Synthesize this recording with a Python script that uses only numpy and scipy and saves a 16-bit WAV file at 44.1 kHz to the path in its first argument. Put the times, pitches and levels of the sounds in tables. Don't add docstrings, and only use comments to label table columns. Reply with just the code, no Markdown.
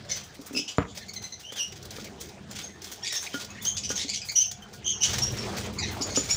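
import sys
import numpy as np
from scipy import signal
from scipy.fft import rfft, irfft, next_fast_len
from scipy.io import wavfile

SR = 44100
rng = np.random.default_rng(int(sys.argv[2]) if len(sys.argv) > 2 else 0)


def file_out(sig):
    cols = np.atleast_2d(sig).T
    lim = np.clip(cols, -1, 1)
    pcm = np.round(lim * 32767).astype(np.int16)
    wavfile.write(sys.argv[1], SR, pcm)


def voltage_ratio(decibels):
    exponent = np.asarray(decibels, float) / 20
    return 10 ** exponent


N = 280476


def rms_one(x):
    return x / np.sqrt(np.mean(x ** 2) + 1e-20)


def at_hz(points, hz):
    return np.interp(np.log(hz), np.log(np.array(points)[:, 0]), np.array(points)[:, 1])


def in_time(rows):
    s, *columns = np.transpose(rows)
    return [np.interp(np.arange(N) / SR, s, c) for c in columns]


def filtered(x, order, edge_hz, kind):
    return signal.sosfilt(signal.butter(order, edge_hz, kind, fs=SR, output="sos"), x)


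def drift(rate_hz, size):
    r = np.exp(-2 * np.pi * rate_hz / SR)
    settle = 8000
    return rms_one(signal.lfilter([1], [1, -2 * r, r * r], rng.standard_normal(size + settle))[settle:])


def bands(size):
    hz = np.maximum(np.arange(size // 2 + 1) * SR / size, 1)
    white = rfft(rng.standard_normal(size))
    for centre in 25 * 2 ** np.arange(0, 10, .5):
        yield centre, hz, white * np.clip(1 - 2 * np.abs(np.log2(hz / centre)), 0, 1)


def hiss(spectrum, patchy_db, rate_hz):
    size, out = next_fast_len(N), 0
    for centre, hz, band in bands(size):
        if spectrum[0][0] <= centre * 1.4 and centre <= spectrum[-1][0] * 1.4:
            flicker = np.repeat(drift(rate_hz * 32, N // 32 + 1), 32)[:N]
            out = out + irfft(band * voltage_ratio(at_hz(spectrum, hz)), size)[:N] * voltage_ratio(patchy_db * flicker)
    return rms_one(out)


def ring(clicks, modes):
    out = 0
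    for hz, level_db, t60 in modes:
        r, w = voltage_ratio(-60 / (t60 * SR)), 2 * np.pi * hz / SR
        resonator = [0, voltage_ratio(level_db) * np.sin(w)], [1, -2 * r * np.cos(w), r * r]
        out = out + signal.lfilter(*resonator, clicks + 1e-18)
    return out


def gliding(*groups):
    rows = []
    for table, glide in groups:
        for s, length, hz, level_db, tilt_db in table:
            rows.append((s, length, hz * (1 - glide / 2), hz * (1 + glide / 2), level_db, tilt_db))
    return rows


def chirps(table, jitter, jitter_hz, flutter_db, breath_db, attack):
    # [f/Hz, level/dB]
    beak = [(1500, -5.5), (2300, -2), (4500, 8.5), (6200, 9.5), (7200, 8), (7900, -35), (9000, -21.5),
            (12000, -24.5), (13500, -35), (15000, -24)]
    out, order = np.zeros(N), np.arange(1, 8)[:, None]
    wobble, flutter = drift(jitter_hz, N), voltage_ratio(flutter_db * drift(164, N))
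    breath = rms_one(filtered(rng.standard_normal(N), 3, [2600, 7200], "band"))
    for s, length, start_hz, end_hz, level_db, tilt_db in table:
        at = np.arange(round(s * SR), min(round((s + length) * SR), N))
        u = np.linspace(0, 1, len(at))
        arch = 1 + 0.11 * (u * (1 - u) - 1 / 6)
        pitch = (start_hz + (end_hz - start_hz) * u) * arch
        phase = 2 * np.pi * np.cumsum(pitch * (1 + jitter * wobble[at])) / SR
        weight = voltage_ratio(tilt_db * np.minimum(order, 6600 / pitch) + at_hz(beak, order * pitch))
        weight = weight * (order * pitch < .4 * SR)
        note = rms_one(np.sum(weight * np.sin(order * phase), axis=0)) + voltage_ratio(breath_db) * breath[at]
        swell = np.clip(np.minimum(u / attack, (1 - u) / 0.37), 0, 1)
        out[at] += voltage_ratio(level_db) * note * flutter[at] * swell
    return out


def finches():
    clear_falling = [(3.954, .02, 3150, -32, 18), (3.972, 0.029, 2700, -35.5, 18),
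                     (1, 0.04, 1780, -49.5, -16), (3.088, .06, 1880, -39, -4),
                     (1.158, 0.026, 2060, -36, -1.5), (2.5, 0.0175, 3620, -44, 40),
                     (5.03, 0.043, 2850, -32, -10)]
    clear_level = [(.545, 0.054, 2630, -33.5, -14), (.556, 0.047, 2546, -29, 15),
                   (3.57, .07, 2125, -51, -25), (4.356, 0.045, 2910, -22, 11), (6.291, .03, 2300, -40, -25),
                   (3.03, 0.035, 1847, -46, -20), (3.108, .025, 2700, -35, 22),
                   (3.497, 0.039, 2540, -53, -25), (3.503, .01, 3210, -44, 25),
                   (4.395, 0.046, 3046, -22.5, 7.5), (5.218, 0.033, 2798, -23, 18),
                   (5.255, .045, 2830, -35, 18), (1.236, 0.023, 2044, -34, 0),
                   (2.625, 0.065, 3230, -43.5, 12), (3.16, 0.02, 3130, -32, 18),
                   (3.19, .05, 3130, -41.5, 18), (3.165, 0.02, 2750, -32.5, 12),
                   (3.605, 0.047, 3515, -45, -18), (4.62, 0.014, 3100, -49, -13),
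                   (5.385, 0.017, 2740, -32.5, 15), (6.16, 0.035, 2316, -25, 24),
                   (6.293, 0.067, 2313, -28, 24)]
    clear_rising = [(.772, 0.018, 3600, -47, 19), (3.03, 0.017, 2820, -34.5, 13),
                    (3.042, .018, 3000, -40, 20), (3.657, 0.053, 3220, -26.5, 8),
                    (3.75, 0.046, 3500, -44.5, -15), (4.865, 0.03, 3135, -33, 4),
                    (4.889, .03, 3170, -26, 8)]
    hoarse_falling = [(.096, 0.041, 2150, -39, -9), (.097, .02, 2850, -37, 16),
                      (.112, 0.029, 2990, -28, 14), (.11, 0.044, 2500, -40, 13),
                      (3.325, 0.03, 3060, -43, -23), (1.013, 0.031, 2030, -46, -7),
                      (1.321, 0.03, 1990, -40, 0), (4.915, .055, 2860, -39, -2),
                      (4.42, 0.049, 2800, -38.5, -2), (5.778, 0.034, 2134, -39, -7),
                      (5.808, 0.05, 1940, -34, -5)]
    hoarse_rising = [(4.216, 0.022, 2480, -35, -3), (.688, .04, 2430, -45, 12), (2.73, .05, 1800, -56, -25),
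                     (2.68, .04, 2000, -57, -25), (.085, 0.056, 1790, -41.5, -1.5),
                     (1.455, 0.057, 2916, -51, 35), (3.644, 0.082, 3118, -32, 3),
                     (4.35, 0.055, 3045, -26.5, 7), (4.514, 0.0086, 3340, -36, 3),
                     (4.843, 0.1, 3160, -31, -1.5), (5.003, 0.077, 3084, -30.5, 0),
                     (5.784, 0.03, 2400, -36, -2), (5.81, .06, 2520, -45, -18),
                     (6.02, 0.037, 2250, -34.5, 66), (6.085, 0.076, 2145, -42.5, -1),
                     (1.081, 0.029, 2240, -40.5, -4), (6.302, 0.022, 2735, -24, 11),
                     (4.285, 0.025, 2253, -33, -4)]
    harsh_falling = [(.678, 0.025, 3020, -33, -10.5), (3.045, .06, 2400, -44, 8),
                     (3.767, .025, 2600, -35, 8), (3.953, 0.04, 3043, -36.5, 15),
                     (3.045, 0.052, 3650, -44.5, -6), (3.99, .07, 3690, -43, -8),
                     (5.472, .03, 3450, -53, -15), (3.045, 0.048, 2444, -40, -3),
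                     (3.96, 0.048, 3310, -42, -12), (4.045, 0.0088, 2270, -48, -3),
                     (4.13, 0.038, 2215, -37, -3), (4.14, 0.049, 3020, -35, 5),
                     (5.205, 0.052, 3235, -39, 35), (5.83, 0.097, 2054, -43.5, -8)]
    # [t/s, length/s, f/Hz, level/dB, tilt/dB per harmonic]
    harsh_rising = [(.562, 0.05, 3010, -35.5, -6), (3.613, .025, 3167, -48, 30),
                    (3.99, 0.05, 2180, -44.5, -5), (4.1, 0.055, 2450, -43, -4),
                    (4.14, 0.042, 3380, -44.5, -19), (.865, 0.076, 3370, -54.5, -6),
                    (3.545, 0.081, 1900, -54.5, -32), (3.02, 0.043, 3440, -47.5, -15),
                    (3.135, 0.054, 1830, -36.5, -4), (3.766, 0.029, 2180, -30.5, 13),
                    (3.833, 0.039, 2810, -34.5, 2), (3.89, 0.031, 2954, -32, 5.5),
                    (3.975, 0.07, 1900, -44, -3), (4.015, 0.03, 2154, -36.5, -2.5),
                    (4.081, 0.03, 2200, -33, -1), (5.025, 0.05, 3044, -28.5, 9),
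                    (6.01, 0.026, 2695, -32, 17), (6.158, 0.015, 2797, -26, 7),
                    (6.292, 0.027, 2386, -37, -6)]
    clear = gliding((clear_falling, -0.061), (clear_level, 0), (clear_rising, 0.0674))
    hoarse = gliding((hoarse_falling, -0.0875), (hoarse_rising, 0.0337))
    harsh = gliding((harsh_falling, -0.0615), (harsh_rising, 0.0727))
    song = chirps(clear, jitter=.014, jitter_hz=180, flutter_db=2.5, breath_db=-20, attack=.19)
    song += chirps(hoarse, jitter=0.0318, jitter_hz=212, flutter_db=4, breath_db=-48.0, attack=0.15)
    song += chirps(harsh, jitter=.06, jitter_hz=250, flutter_db=4.5, breath_db=-7, attack=.07)
    return song


def whistle():
    # [t/s, f/Hz, level/dB]
    course = [
        (1.41, 2850, -72),
        (1.45, 2870, -40.5),
        (1.5, 3137, -44.5),
        (1.545, 3540, -46.5),
        (1.575, 3230, -40.5),
        (1.6, 2882, -32.5),
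        (1.635, 2862, -32.5),
        (1.665, 2780, -73),
    ]
    # [order, level below the octave/dB]
    upper_partials = [(3, -20), (4, -26), (5, -30)]
    pitch, level_db = in_time(course)
    t = np.arange(N) / SR
    phase = 2 * np.pi * np.cumsum(pitch * (1 + .02 * drift(190, N))) / SR
    upper = sum(voltage_ratio(db) * np.sin(round(order) * phase) for order, db in upper_partials)
    octave_db = -12 + 0.9 * (level_db + 47.0)
    octave = voltage_ratio(octave_db) * (np.sin(2 * phase) + upper)
    sounding = (t > course[0][0]) * (t < course[-1][0])
    return voltage_ratio(level_db + 3.3 * drift(140, N)) * (np.sin(phase) + octave) * sounding


def near_peeps():
    # [t/s, length/s, f/Hz, level/dB, tilt/dB per harmonic]
    rising = [(3.056, .014, 2250, -40, -16), (3.123, .012, 2050, -40, -16), (3.152, .012, 2550, -36, 15),
              (3.261, .011, 2250, -37.5, -20), (3.568, .04, 2650, -51, -25)]
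    # [t/s, length/s, f/Hz, level/dB, tilt/dB per harmonic]
    falling = [(3.264, .01, 3500, -41, -20), (3.107, .012, 2150, -40, -16), (3.27, .012, 2330, -35.5, -20)]
    sweep = .42
    notes = gliding((falling, -sweep), (rising, sweep))
    return chirps(notes, jitter=.01, jitter_hz=200, flutter_db=0.5, breath_db=-14, attack=.19)


def wings(rustle_db):
    # [f/Hz, level/dB per Hz]
    plumage = [(530, -1.5), (900, -1.5), (1230, -2), (1340, -1.5), (1630, 1), (2320, 2), (2850, -1),
               (3290, 5.5), (4040, 3), (6180, 5), (8270, -7), (13400, -17.5), (15200, -1.5), (16300, -20)]
    # [t/s, peak level of hiss/dB, wing body above it/dB]
    snaps = [(.3466, -39, -1), (.464, -27.5, -5), (.9744, -38.5, 19), (1.0849, -42, -4),
             (1.5229, -36.5, 6.5), (1.7225, -44.5, 12), (1.85, -41, 4), (1.137, -44, 6), (1.76, -42, 10),
             (3.7685, -44, 15), (3.913, -35, 29), (4.318, -28.5, -3.5), (4.361, -40, 12), (4.4643, -38, 0),
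             (4.5146, -37, 6.5), (4.6224, -46, -2), (3.505, -46, 7), (.415, -43, -1), (2.29, -43, 8.5),
             (5.1841, -30.5, 24), (5.3704, -35, 12), (5.66, -38.5, 22), (6.0164, -54, -2), (6.151, -35, 33)]
    # [t/s, peak level of hiss/dB, wing body above it/dB]
    flaps = [(.16, -40.5, 14), (.237, -45.5, 0), (1.1368, -41, 3), (1.3977, -43, 5.5), (1.9614, -42, 8.5),
             (1.9979, -45, 9.5), (2.0443, -45, 9.5), (2.5127, -45, 9.5), (2.819, -42, 5), (2.9165, -35, 3),
             (3.1053, -61, -4), (3.3967, -38, 10), (3.411, -47, 17), (3.6541, -40, 20), (4.2482, -43, 3),
             (4.2617, -35, -10), (4.73, -42.5, 3.5), (5.016, -57, 24), (5.0544, -45, 12), (5.1307, -33, 12),
             (5.3158, -37, -25), (5.7309, -41, -2), (6.0681, -43, 12), (6.2946, -53, 25)]
    # [t/s, peak level of hiss/dB, wing body above it/dB]
    sweeps = [(.0927, -46, 22), (.529, -43, 2), (.6843, -49, 12), (.95, -44, 6.5), (1.2211, -42.5, 4.5),
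              (1.56, -39.5, 9.5), (1.9072, -44, 6.5), (2.2039, -40, 3), (2.5523, -45, 11),
              (2.586, -41.5, 12), (2.8447, -42.5, 8), (3.1246, -31, 4), (3.2261, -37.5, 5),
              (3.3334, -38.5, 7.5), (3.623, -32, -12), (3.8891, -48, 5), (3.953, -43, 31),
              (5.0894, -37, 12), (5.5672, -38.5, 9), (5.912, -36.5, -7)]
    feathers, after = hiss(plumage, patchy_db=2.0, rate_hz=23), np.arange(SR // 4) / SR
    body = filtered(feathers, 4, 8500, "low")
    tips = filtered(feathers, 4, 8500, "high")
    tip_power = voltage_ratio(2 * rustle_db)
    body_power = voltage_ratio(2 * (rustle_db + 13.0))
    for table, t60_s in (snaps, 0.084), (flaps, 0.19), (sweeps, 0.32):
        for s, peak_db, body_db in table:
            i = round((s - 0.0043) * SR)
            rise = np.minimum(after / 0.0082, 1) ** 2
            fade = (voltage_ratio(-120 * after / t60_s) * rise)[:N - i]   # power, so twice 60 dB
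            tip_power[i:i + len(fade)] += voltage_ratio(2 * (peak_db - 8.0)) * fade
            body_power[i:i + len(fade)] += voltage_ratio(2 * (peak_db + min(body_db, 12) - 6.5)) * fade
    crackle = voltage_ratio(2.34 * drift(155, N))
    return crackle * (rms_one(tips) * np.sqrt(tip_power) + rms_one(body) * np.sqrt(body_power))


def pots():
    # [t/s, peak level/dB, hollow share/dB, wall ring share/dB]
    knocks = [(.392, -36.5, 5.5, -42), (0.509, -36.5, 6, -31), (0.537, -43, 14, -30), (.549, -32.5, 6, -7),
              (0.565, -37, 14.5, -30), (.592, -33.5, 7, -16), (1.523, -28, -27, -46),
              (1.985, -24.5, -33, -14), (2.085, -32.5, -44, -41), (3.343, -25, 0.5, 8),
              (3.904, -18.5, -16, -3.5), (4.047, -40.5, 11, -35), (4.741, -49, -21, 14),
              (5.532, -20.5, -54, -9), (6.004, -42.5, 17, -15), (6.069, -31, -15, -16),
              (6.174, -11.5, -9, -29), (6.182, -21, -26, -23)]
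    # [f/Hz, level/dB, t60/s]
    hollow = [(285, 6, 0.056), (398, -3.5, 0.059)]
    # [f/Hz, level/dB, t60/s]
    rim = [(494, 7.5, 0.029), (876, -2.5, 0.016), (1240, 0.5, 0.017), (2190, -14, 0.025)]
    # [f/Hz, level/dB, t60/s]
    wall = [(1426, -5.5, 0.24), (1680, -9, 0.06), (730, -24, 0.11)]
    # [f/Hz, level/dB, t60/s]
    next_wall = [(1450, -4, 0.099), (1620, -6, 0.065), (730, -25, .11)]
    s, peak_db, hollow_db, wall_db = np.transpose(knocks)
    later = s > 3.6
    parts = ((rim, -4), (hollow, hollow_db), (wall, wall_db - 99 * later), (next_wall, wall_db - 99 * ~later))
    out = 0
    for modes, share_db in parts:
        clicks = np.zeros(N)
        clicks[np.round(s * SR).astype(int)] = voltage_ratio(peak_db + share_db - 8.5)
        out = out + ring(clicks, modes)
    return filtered(out, 3, [130, 2200], "band")


def thump():
    # [f/Hz, level/dB, t60/s]
    floor = [(101, -9.5, 0.15), (187, 4, 0.037), (291, 1.5, 0.043), (473, 2.5, 0.046), (663, 9, 0.013),
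             (986, -2, 0.022), (1234, 11.5, 0.0083), (1900, 9, 0.0034)]
    # [delay/s, level/dB]
    rebounds = [
        (.012, -18),
        (.021, -18),
        (.034, -24),
    ]
    blow_s, blow_db = .7838, -18
    click = np.zeros(N)
    click[round(blow_s * SR)] = -voltage_ratio(blow_db)
    for k, (delay, db) in enumerate(rebounds):
        click[round((blow_s + delay) * SR)] = (-1) ** k * voltage_ratio(blow_db + db)
    return filtered(ring(click, floor), 2, [70, 3500], "band")


def ticks():
    # [t/s, peak level/dB]
    contacts = [(0.977, -28), (1.1358, -29), (1.5224, -33), (1.6796, -38), (1.8282, -30.5), (1.9076, -27),
                (2.045, -30), (2.5127, -30), (2.8195, -31), (2.8439, -25), (3.4474, -27), (3.6517, -19.5),
                (4.5151, -23.5), (5.1841, -18.5)]
    # [f/Hz, level/dB per Hz]
    wire = [(3000, -11), (4500, -1.5), (6200, 1.5), (8000, -9.5), (13000, -20.5), (15200, -7)]
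    rise_s, t60_s = .0015, .05
    out, after = np.zeros(N), np.arange(SR // 10) / SR
    hz = np.maximum(np.arange(len(after) // 2 + 1) * SR / len(after), 1)
    colour = voltage_ratio(at_hz(wire, hz)) * np.minimum(hz / wire[0][0], 1) ** 2
    fade = np.minimum(after / rise_s, 1) * voltage_ratio(-60 * after / t60_s)
    for s, peak_db in contacts:
        i = round((s - rise_s) * SR)
        burst = rms_one(irfft(rfft(rng.standard_normal(len(after))) * colour, len(after)))
        out[i:i + len(after)] += voltage_ratio(peak_db - 6.5) * burst * fade
    return out


def straw():
    # [t/s, length/s, level/dB]
    scrapes = [
        (0.462, 0.077, -50),
        (1.52, 0.12, -58),
        (2.375, .05, -54),
        (.80, .08, -42),
    ]
    grains = rng.standard_normal(N) * voltage_ratio(5.0 * drift(120, N))
    grains = rms_one(filtered(grains, 2, [895, 1900], "band"))
    t, level = np.arange(N) / SR, 0
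    for s, length, db in scrapes:
        level = level + voltage_ratio(db) * np.clip(np.minimum((t - s) / 0.0065, 1.5 * (1 - (t - s) / length)), 0, 1)
    return grains * level


def aviary(x):
    # [f/Hz, t60/s]
    decay = [(100, .45), (500, .33), (2000, .25), (4000, .24), (6000, .26), (14000, .11)]
    size = SR // 2
    after, tail = np.arange(size) / SR, 0
    for centre, _, band in bands(size):
        tail = tail + irfft(band, size) * voltage_ratio(-60 * after / at_hz(decay, centre))
    tail = tail * np.clip((after - .002) / 0.0017, 0, 1)
    return signal.fftconvolve(x, tail / np.sqrt(np.sum(tail ** 2)))[:N]


def dove():
    # [t/s, f/Hz, level/dB]
    coo = [
        (4.40, 723, -64),
        (4.46, 749, -59),
        (4.6, 723, -54.5),
        (4.75, 730, -60),
        (4.82, 730, -61),
        (4.87, 717, -83),
    ]
    pitch, level_db = in_time(coo)
    phase = 2 * np.pi * np.cumsum(pitch * (1 + .07 * drift(30, N))) / SR
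    return voltage_ratio(level_db + 0.4 * drift(24, N)) * (np.sin(phase) + voltage_ratio(-10.0) * np.sin(2 * phase))


def murmur(air_db, rustle_db):
    # [f/Hz, level/dB per Hz]
    stir = [(230, -11), (386, -2.5), (725, -0.5), (1100, -5.5), (3060, -8.5), (5490, -15), (9000, -27.5),
            (11700, -111)]
    level_db = -50.5 + 0.81 * (air_db - air_db.mean()) + 0.32 * (rustle_db - rustle_db.mean())
    return voltage_ratio(level_db) * hiss(stir, patchy_db=5.0, rate_hz=10.5)


def rumble(air_db):
    # [f/Hz, level/dB per Hz]
    outdoors = [(20, -19), (38, -16.5), (87, 2), (165, -6.5), (205, 1), (245, -10.5), (400, -9), (520, -15),
                (880, -120)]
    return voltage_ratio(air_db) * hiss(outdoors, patchy_db=3.5, rate_hz=2.5)


def deep_bass():
    # [t/s, level/dB]
    bass_swells = [(0, -52), (.3, -56), (.5, -72), (1.6, -78), (1.72, -50), (1.95, -50), (2.3, -65), (2.55, -49),
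                   (2.75, -71), (3.55, -70), (3.7, -49), (4.0, -61), (4.6, -53), (5.0, -56), (5.07, -37.5),
                   (5.45, -40), (5.65, -64), (6.36, -39)]
    # [f/Hz, level/dB per Hz]
    bass_colour = [(30, -9), (50, -3.5), (75, -4), (135, 1), (220, -26)]
    return voltage_ratio(in_time(bass_swells)[0]) * hiss(bass_colour, patchy_db=0.5, rate_hz=8.9)


def scene():
    # [t/s, level/dB]
    moving_air = [(0, -46), (.35, -51.5), (.75, -59.5), (.95, -51.5), (1.25, -48), (1.5, -56.5), (1.7, -49),
                  (2.6, -46.5), (2.8, -51), (3.1, -53), (3.75, -45.5), (4.2, -51), (4.5, -55.5),
                  (4.8, -46.5), (5.03, -47.5), (5.08, -35.5), (5.8, -39), (6.36, -42)]
    # [t/s, level/dB]
    rustle = [(0, -73.5), (.75, -71.5), (.8, -74.5), (1.0, -78), (2.0, -72.5), (2.4, -78.5), (2.8, -74),
              (3.3, -65.5), (3.56, -74.5), (3.9, -73.5), (4.9, -77.5), (5.0, -72), (5.05, -50.5),
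              (5.3, -60), (5.65, -59.5), (5.72, -76), (6.36, -51)]
    (air_db,), (rustle_db,) = in_time(moving_air), in_time(rustle)
    song = finches() + whistle()
    peeps, flaps, knocks, blow = near_peeps(), wings(rustle_db), pots(), thump()
    direct = voltage_ratio(-1) * song + peeps + flaps + knocks + blow
    to_walls = voltage_ratio(-4.5) * song + voltage_ratio(-9) * flaps + voltage_ratio(-10.5) * knocks
    to_walls = to_walls + voltage_ratio(-14) * blow + voltage_ratio(-14) * peeps + dove()
    walls = aviary(to_walls)
    direct = direct + ticks() + straw()
    loud_db = 10 * np.log10(signal.lfilter([.0008], [1, -.9992], (direct + walls) ** 2) + 1e-12)
    air = murmur(air_db, rustle_db) * voltage_ratio(-.7 * np.maximum(loud_db + 36.0, 0))
    air = air + rumble(air_db) * voltage_ratio(-.6 * np.maximum(loud_db + 31.5, 0))
    return (direct + walls + air + deep_bass())[None]


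def low_pass(x):
    return signal.sosfilt(signal.butter(12, 16970, fs=SR, output="sos"), x)


def record(dry):
    x = filtered(dry, 6, 44, "high")
    x = .5 * np.tanh(x / .5)
    x = signal.sosfilt(signal.cheby2(12, 60, 16450, fs=SR, output="sos"), x)
    return low_pass(x)


dry = scene()
out = record(dry)
file_out(out)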